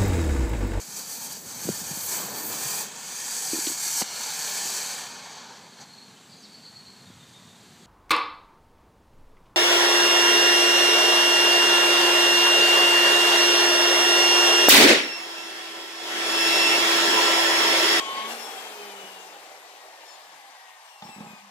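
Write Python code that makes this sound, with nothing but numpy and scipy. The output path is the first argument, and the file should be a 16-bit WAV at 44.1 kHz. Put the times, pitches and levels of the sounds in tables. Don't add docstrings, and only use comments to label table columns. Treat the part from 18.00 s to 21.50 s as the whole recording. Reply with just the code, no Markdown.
import sys
import numpy as np
from scipy import signal
from scipy.io import wavfile

SR = 44100
rng = np.random.default_rng(int(sys.argv[2]) if len(sys.argv) > 2 else 0)


def gain_from_db(level_db):
    decades = np.asarray(level_db, float) / 20
    return 10 ** decades


def transcribe(signal):
    frames = np.atleast_2d(signal).T
    limited = np.clip(frames, -1, 1)
    pcm = np.round(limited * 32767).astype(np.int16)
    wavfile.write(sys.argv[1], SR, pcm)


N = 154350

# (time [s], speed [turns/s])
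ROTOR_SPEED = [(0, 220), (.08, 217.5), (.2, 217.5), (.28, 223), (.32, 233), (.44, 226.5), (.6, 217.7),
               (1.0, 196.8), (1.5, 171.8), (2.0, 151), (2.5, 131.7), (3.0, 114.3), (3.5, 99)]
# (time [s], level [dB])
RUSH_LEVEL = [(0.0, -36), (0.02, -38.5), (0.06, -37.5), (0.24, -38.5), (0.31, -35.5), (0.37, -39.5),
              (0.66, -42), (1.63, -50), (2.07, -50), (2.1, -49.5), (2.16, -50), (3.018, -53), (3.03, -50.5),
              (3.5, -53)]

# (multiple of rotor speed [-], level re rush [dB])
SHAFT_TONES = [(1, -18), (2, -14)]
GEAR_TONES = [(4, -6), (5, 3), (6, -13), (7, -14), (9, -14), (10, 1), (14, -7), (15, -7), (16, -12)]
BEARING_TONES = [(3.5, -6), (4, -11), (4.5, -7), (5, -8), (6, -8), (7, -10)]
OUTLET_TONES = [(12, -7), (15, -9)]
SLOT_TONES = [(30, -15), (36, -10), (60, -14), (84, -13)]
BAR_TONES = [(24, -8), (48, -12), (72, -11), (96, -10), (120, -9)]
# (frequency [Hz], gain [dB])
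HOUSING_GAIN = [(160, -9), (180, -1), (195, 7), (205, 3), (212, -6), (300, -7), (370, 0), (412, 13),
                (445, -12), (690, -9), (770, 2), (870, -4), (1000, 0)]
# (frequency [Hz], gain [dB])
COWL_GAIN = [(1400, -14), (1560, -1), (2000, -1), (2250, -10), (2470, 0), (2650, -1), (2850, 3), (3200, 0)]
# (frequency [Hz], gain [dB])
CASING_SHADOW = [(5600, 0), (8000, -4), (11000, -11), (15000, -14)]
# (lower edge [Hz], upper edge [Hz])
GEAR_CASE_BAND = [735, 835]

# (start [s], end [s], slot tone [dB], blade tone [dB])
FAN_OUTLET = [
    (.29, .45, -4, -2),
    (.45, .6, -3, 0),
    (.6, .72, -6, 2),
    (.72, .95, 0, 0),
    (.96, 1.24, -4, 4),
    (1.24, 1.43, -6, -4),
    (1.43, 2.36, -1, -5),
    (2.34, 2.5, -6, 3),
    (2.54, 2.75, 3, 4),
    (2.75, 3.6, -4, -6),
]
# (start [s], end [s], first bar tone [dB], second bar tone [dB], slot tones [dB])
MOTOR_VENTS = [(.31, .39, -5, 2, -5), (.39, .52, 2, 4, 1), (.52, .62, -5, 0, 0), (.72, .85, -12, -12, -10),
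               (1.4, 2.04, -13, -14, -13), (2.05, 2.16, -7, 4, 4), (2.2, 2.5, -14, -14, -7),
               (2.85, 2.91, 3, 4, -8), (2.91, 3.01, 5, -1, -8), (3.035, 3.1, 1, 9, -7),
               (3.09, 3.15, 8, -1, -6), (3.15, 3.25, 4, 0, -9), (3.26, 3.4, 7, -1, -8)]
# (start [s], end [s], top bar tones [dB])
REAR_VENT_TURNS = [
    (2.05, 2.16, -6),
    (2.84, 2.96, 4),
    (2.96, 3.02, -3),
    (3.04, 3.1, 4),
    (3.1, 3.18, 8),
    (3.18, 3.33, 2),
    (3.35, 3.4, 0),
]

# (frequency [Hz], density [dB per Hz])
AIR_LOADED = [(35, -88), (60, -64), (298, -14), (976, -9), (1100, -13), (1230, -15.5), (3190, -14),
              (13800, -34), (15500, -47)]
AIR_FAST = [(60, -85), (150, -55), (260, -22), (413, -3.5), (475, -11), (738, -7), (1450, -8.5),
            (15500, -24.5)]
AIR_MIDDLE = [(60, -66), (175, -54), (298, -16), (385, -9.5), (657, -0.5), (1450, -9.5), (1950, -9.5),
              (4220, -12.5), (15500, -26.5)]
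AIR_SLOW = [(60, -88), (705, -7), (869, -2.5), (1077, -4), (1357, -19), (1700, -8.5), (5580, -16.5),
            (15500, -28.5)]
# (frequency [Hz], width [Hz], level [dB])
HOUSING_CAVITIES = [(420, 90, -18), (760, 80, 0), (860, 90, 0), (1100, 150, -5)]
# (time [s], length [s], level [dB])
PAD_PEEL = (.309, .005, -46)

# (time [s], peak [dB], brightness [dB])
CONTACTS = [(1.039, -50, -38), (1.628, -74, -9), (3.023, -35, 6.5), (3.049, -34.5, -24),
            (3.089, -38.5, 0.5), (3.161, -35.5, -24), (3.181, -34.5, -9), (3.205, -27, -6),
            (3.234, -38.5, -19), (3.265, -35.5, -15), (3.303, -41.5, -21), (3.331, -40, -23)]
# (frequency [Hz], level [dB], decay time T60 [s])
BODY_LOW_MODES = [(120, -15, 0.12), (168, -10, 0.06), (188, -3, 0.11), (212, 1, 0.14), (312, -20, 0.06)]
BODY_HIGH_MODES = [(440, -33, 0.066), (820, -8.5, 0.5), (866, -2, 0.16), (920, -28, 0.075),
                   (1210, -8, 0.064), (2120, -23, 0.047), (3550, -5, 0.051)]
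# (time [s], length [s], level [dB])
CLOTH_BRUSH = [
    (2.325, 0.064, -70.5),
    (2.46, 0.096, -73),
]

# (frequency [Hz], correlation [-])
EAR_LIKENESS = [(60, .9), (130, 0.75), (290, 1), (640, 0.95), (1000, 0.98), (1500, 0.15), (15000, -1.08)]
# (frequency [Hz], difference [dB])
EAR_LEAN = [(60, -3), (200, -0.5), (380, -3.5), (1290, 0), (2380, 6.5), (4400, 5), (8120, 34.5),
            (15000, 101)]
# (frequency [Hz], width [Hz])
WEAK_BANDS = [(10000, 200), (11300, 200), (13150, 300)]

LIFT_S, LIFT_FADE_S = .288, .008
PAD_OFF_S, PAD_OFF_FADE_S = .265, .025
PAD_DAMPS_DB, EASE_S = -12, .17
PAD_SHAKE_DB, PAD_SETTLES_S = 8, .38
UNBALANCE_DB_PER_OCTAVE = 30
FAST_RPS, MIDDLE_RPS, SLOW_RPS = 212, 160, 122
RUSH_DB, HOLLOW_DB = -2.5, -13.5
VENT_FADE_S = .025
CONTACT_S, STRIKE_DB = 0.0012, -6
CRACK_DB, CRACK_T60_S = -14, 0.041
RATTLE_DB, RATTLE_T60_S = -19.5, 0.3
FLOOR_HUM_S, FLOOR_HUM_DB = 3.385, -57
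SHOP_T60_S, SHOP_DB, WALL_CUT_HZ = 0.8, -26, 1700
TOP_CUT_HZ, RIGHT_LAG_SAMPLES = 15150, 8
TIME = np.arange(N) / SR


def rms_one(x):
    return x / np.sqrt(np.mean(x ** 2) + 1e-20)


def in_time(rows):
    return np.interp(TIME, *np.transpose(rows))


def at_hz(points, hz):
    return np.interp(np.log(hz), np.log(np.array(points)[:, 0]), np.array(points)[:, 1])


def noise_band(edges, order=2, kind="band", noise=None):
    if noise is None:
        noise = rng.standard_normal(N)
    return signal.sosfilt(signal.butter(order, edges, kind, fs=SR, output="sos"), noise)


def sides(hz):
    lean = gain_from_db(at_hz(EAR_LEAN, hz) / 2)
    return np.array([lean, 1 / lean]).reshape(2, -1) * 2 / np.sqrt(2 * lean ** 2 + 2 / lean ** 2)


def drift(rate):
    r = np.exp(-80 * np.pi * rate / SR)
    slow = signal.lfilter([1], [1, -2 * r, r * r], rng.standard_normal(N // 40 + 2002))[2000:]
    return np.interp(np.arange(N) / 40, np.arange(len(slow)), rms_one(slow))


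def ring(x, hz, t60):
    r, w = gain_from_db(-60 / (t60 * SR)), 2 * np.pi * hz / SR
    return signal.lfilter([0, np.sin(w)], [1, -2 * r * np.cos(w), r * r], x + 1e-18)


def decaying_hits(times, levels_db, t60):
    hit = np.zeros(N)
    hit[times] = gain_from_db(levels_db)
    return signal.lfilter([1], [1, -gain_from_db(-60 / (t60 * SR))], hit)


def step_down(s, fade_s):
    return 1 / (1 + np.exp(np.clip((TIME - s) / fade_s, -50, 50)))


def facing(rows, column):
    gain = 0
    for row in rows:
        inside = np.minimum(TIME - row[0], row[1] - TIME)
        gain = gain + gain_from_db(row[column]) * np.clip(inside / VENT_FADE_S + .5, 0, 1)
    return gain


def tones(orders, speed, flutter_db, wobble):
    turn, out = 2 * np.pi * np.cumsum(speed) / SR, 0
    for k, level_db in orders:
        hz = k * speed
        body_db = np.where(hz < 1300, at_hz(HOUSING_GAIN, hz), at_hz(COWL_GAIN, hz))
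        body_db = body_db + at_hz(CASING_SHADOW, hz)
        apart = 1 - np.clip(at_hz(EAR_LIKENESS, hz.mean()), 0, 1)
        own = np.array([drift(10.5), drift(3.1)]) * apart
        phase = k * turn + rng.uniform(0, 6) + wobble * np.sqrt(k) * drift(22) + own
        gain = gain_from_db(level_db + body_db + flutter_db * (drift(26) + .6 * own[::-1]))
        out = out + np.sqrt(2) * gain * sides(hz) * np.sin(phase) * (hz < TOP_CUT_HZ)
    return out


def shaft(speed):
    shake_db = PAD_DAMPS_DB * step_down(EASE_S, .02) + PAD_SHAKE_DB * step_down(PAD_SETTLES_S, .03)
    shake_db = shake_db + UNBALANCE_DB_PER_OCTAVE * np.log2(speed / 210)
    return gain_from_db(shake_db) * tones(SHAFT_TONES, speed, flutter_db=1.5, wobble=.15)


def gears(speed, load):
    return load * tones(GEAR_TONES, speed, flutter_db=1.8, wobble=.14)


def air(speed, load, patchy_db):
    out, upper, together = 0, 0, drift(10)
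    edges = 60 * 2 ** np.arange(0, 8.2, 1 / 3)
    white = rng.standard_normal((2, 2, N))
    for k, (low, high) in enumerate(zip(edges, edges[1:])):
        mid, side = noise_band([low, high], noise=white[k % 2])
        hz = np.sqrt(low * high)
        alike = np.clip(at_hz(EAR_LIKENESS, hz), -1, 1)
        densities = [at_hz(table, hz) for table in (AIR_SLOW, AIR_MIDDLE, AIR_FAST)]
        free_db = np.interp(speed, [SLOW_RPS, MIDDLE_RPS, FAST_RPS], densities)
        colour = gain_from_db(free_db + load * (at_hz(AIR_LOADED, hz) - free_db))
        upper = upper + colour ** 2 * (high - low) / SR * 2 * (1500 < hz < 12000)
        gain = colour * gain_from_db(patchy_db * (0.15 * together + drift(15)))
        pair = np.sqrt(1 + alike) * mid + np.sqrt(1 - alike) * side * [[1], [-1]]
        out = out + gain * sides(hz) * pair
    return out / np.sqrt(upper)


def hollow():
    out = 0
    for hz, width, level_db in HOUSING_CAVITIES:
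        once = ring(rng.standard_normal(N), hz, 3.0 / width)
        out = out + gain_from_db(level_db + 2 * drift(3.2)) * rms_one(ring(once, hz, 3.0 / width))
    return out


def bearings(speed, load):
    free = (1 - load) * tones(BEARING_TONES, speed, flutter_db=2.5, wobble=.25)
    return noise_band(GEAR_CASE_BAND, order=3, noise=free)


def beamed(rows, column, orders, speed):
    return facing(rows, column) * tones(orders, speed, flutter_db=2.2, wobble=.13)


def fan(speed):
    return beamed(FAN_OUTLET, 2, OUTLET_TONES[:1], speed) + beamed(FAN_OUTLET, 3, OUTLET_TONES[1:], speed)


def peel():
    s, length, level_db = PAD_PEEL
    hiss = noise_band(6500, kind="high", noise=rng.standard_normal((2, N)))
    return gain_from_db(level_db) * sides(9000) * hiss * np.exp(-((TIME - s) / length) ** 2)


def armature(speed):
    low_bars = beamed(MOTOR_VENTS, 2, BAR_TONES[:1], speed) + beamed(MOTOR_VENTS, 3, BAR_TONES[1:2], speed)
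    slots = beamed(MOTOR_VENTS, 4, SLOT_TONES, speed)
    return low_bars + slots + beamed(REAR_VENT_TURNS, 2, BAR_TONES[2:], speed)


def knocks():
    s, level_db, bright_db = np.transpose(CONTACTS)
    out, size = np.zeros(N), int(CONTACT_S * SR)
    push = np.exp(-4 * np.arange(size) / size)
    for modes, extra_db, share in ((BODY_LOW_MODES, 0 * s, 1), (BODY_HIGH_MODES, bright_db, .15)):
        soft = push ** (1 / share)
        for hz, mode_db, t60 in modes:
            clicks = np.zeros(N)
            strength_db = level_db + mode_db + extra_db + STRIKE_DB + 2 * rng.standard_normal(len(s))
            clicks[(s * SR).astype(int)] = gain_from_db(strength_db)
            out += ring(np.convolve(clicks, soft / soft.sum())[:N], hz, t60)
    return noise_band(140, kind="high", noise=out)


def crack():
    s, level_db, bright_db = np.transpose(CONTACTS)
    early = (s * SR).astype(int) - 60
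    burst = decaying_hits(early, level_db + 2 * bright_db + CRACK_DB - 5, CRACK_T60_S)
    return burst * rms_one(noise_band([800, 4200]))


def rattle():
    s, level_db, _ = np.transpose(CONTACTS)
    shake = decaying_hits((s * SR).astype(int), level_db + RATTLE_DB, RATTLE_T60_S)
    return shake * gain_from_db(0.64 * drift(77)) * rms_one(noise_band([110, 900]))


def shop(x):
    out, dull = np.zeros((2, N)), np.exp(-2 * np.pi * WALL_CUT_HZ / SR)
    for k, lag in enumerate((rng.uniform(0.011, 0.058, size=8) * SR).astype(int)):
        loop, gain, state = x.copy(), gain_from_db(-60 * lag / SR / SHOP_T60_S), [0.]
        for i in range(lag, N, lag):
            back, state = signal.lfilter([gain * (1 - dull)], [1, -dull], loop[i - lag:i], zi=state)
            loop[i:i + lag] += back[:N - i]
        out[k % 2] += (loop - x) * (-1) ** (k // 2)
    return out


def brush():
    noise = rng.standard_normal(N)
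    low = rms_one(noise_band([130, 235], noise=noise))
    high = rms_one(noise_band([240, 356], noise=noise))
    out = 0
    for (s, length, level_db), rustle in zip(CLOTH_BRUSH, (low + high, high)):
        out = out + gain_from_db(level_db) * rustle * np.exp(-((TIME - s) / length) ** 2)
    return out


def floor_hum(speed):
    on = np.clip((TIME - FLOOR_HUM_S) / .03, 0, 1)
    return on * gain_from_db(FLOOR_HUM_DB + 2.0 * drift(18)) * np.sin(4 * np.pi * np.cumsum(speed) / SR)


def scene():
    speed, level = in_time(ROTOR_SPEED), gain_from_db(in_time(RUSH_LEVEL))
    load = step_down(LIFT_S, LIFT_FADE_S)
    pad_rubs = step_down(PAD_OFF_S, PAD_OFF_FADE_S)
    whine = shaft(speed) + gears(speed, load) + bearings(speed, load) + fan(speed) + armature(speed)
    rush = gain_from_db(RUSH_DB) * air(speed, pad_rubs, patchy_db=1.3)
    tool = level * (whine + rush + gain_from_db(HOLLOW_DB) * hollow() * sides(670))
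    hits = knocks() + crack() + rattle() + brush() + floor_hum(speed)
    dry = tool + peel() + hits * sides(820) + gain_from_db(SHOP_DB) * shop(hits)
    right = np.interp(np.arange(N) - RIGHT_LAG_SAMPLES, np.arange(N), dry[1])
    return np.array([dry[0], right])


def top_cut(x):
    return signal.sosfilt(signal.butter(12, 15960, fs=SR, output="sos"), x)


def record(dry):
    x = noise_band(100, kind="high", noise=dry)
    for hz, width in WEAK_BANDS:
        x = x - .8 * signal.lfilter(*signal.iirpeak(hz, hz / width, fs=SR), x)
    x = signal.sosfilt(signal.ellip(12, .5, 70, TOP_CUT_HZ, fs=SR, output="sos"), x)
    return top_cut(x)


dry = scene()
out = record(dry)
transcribe(out)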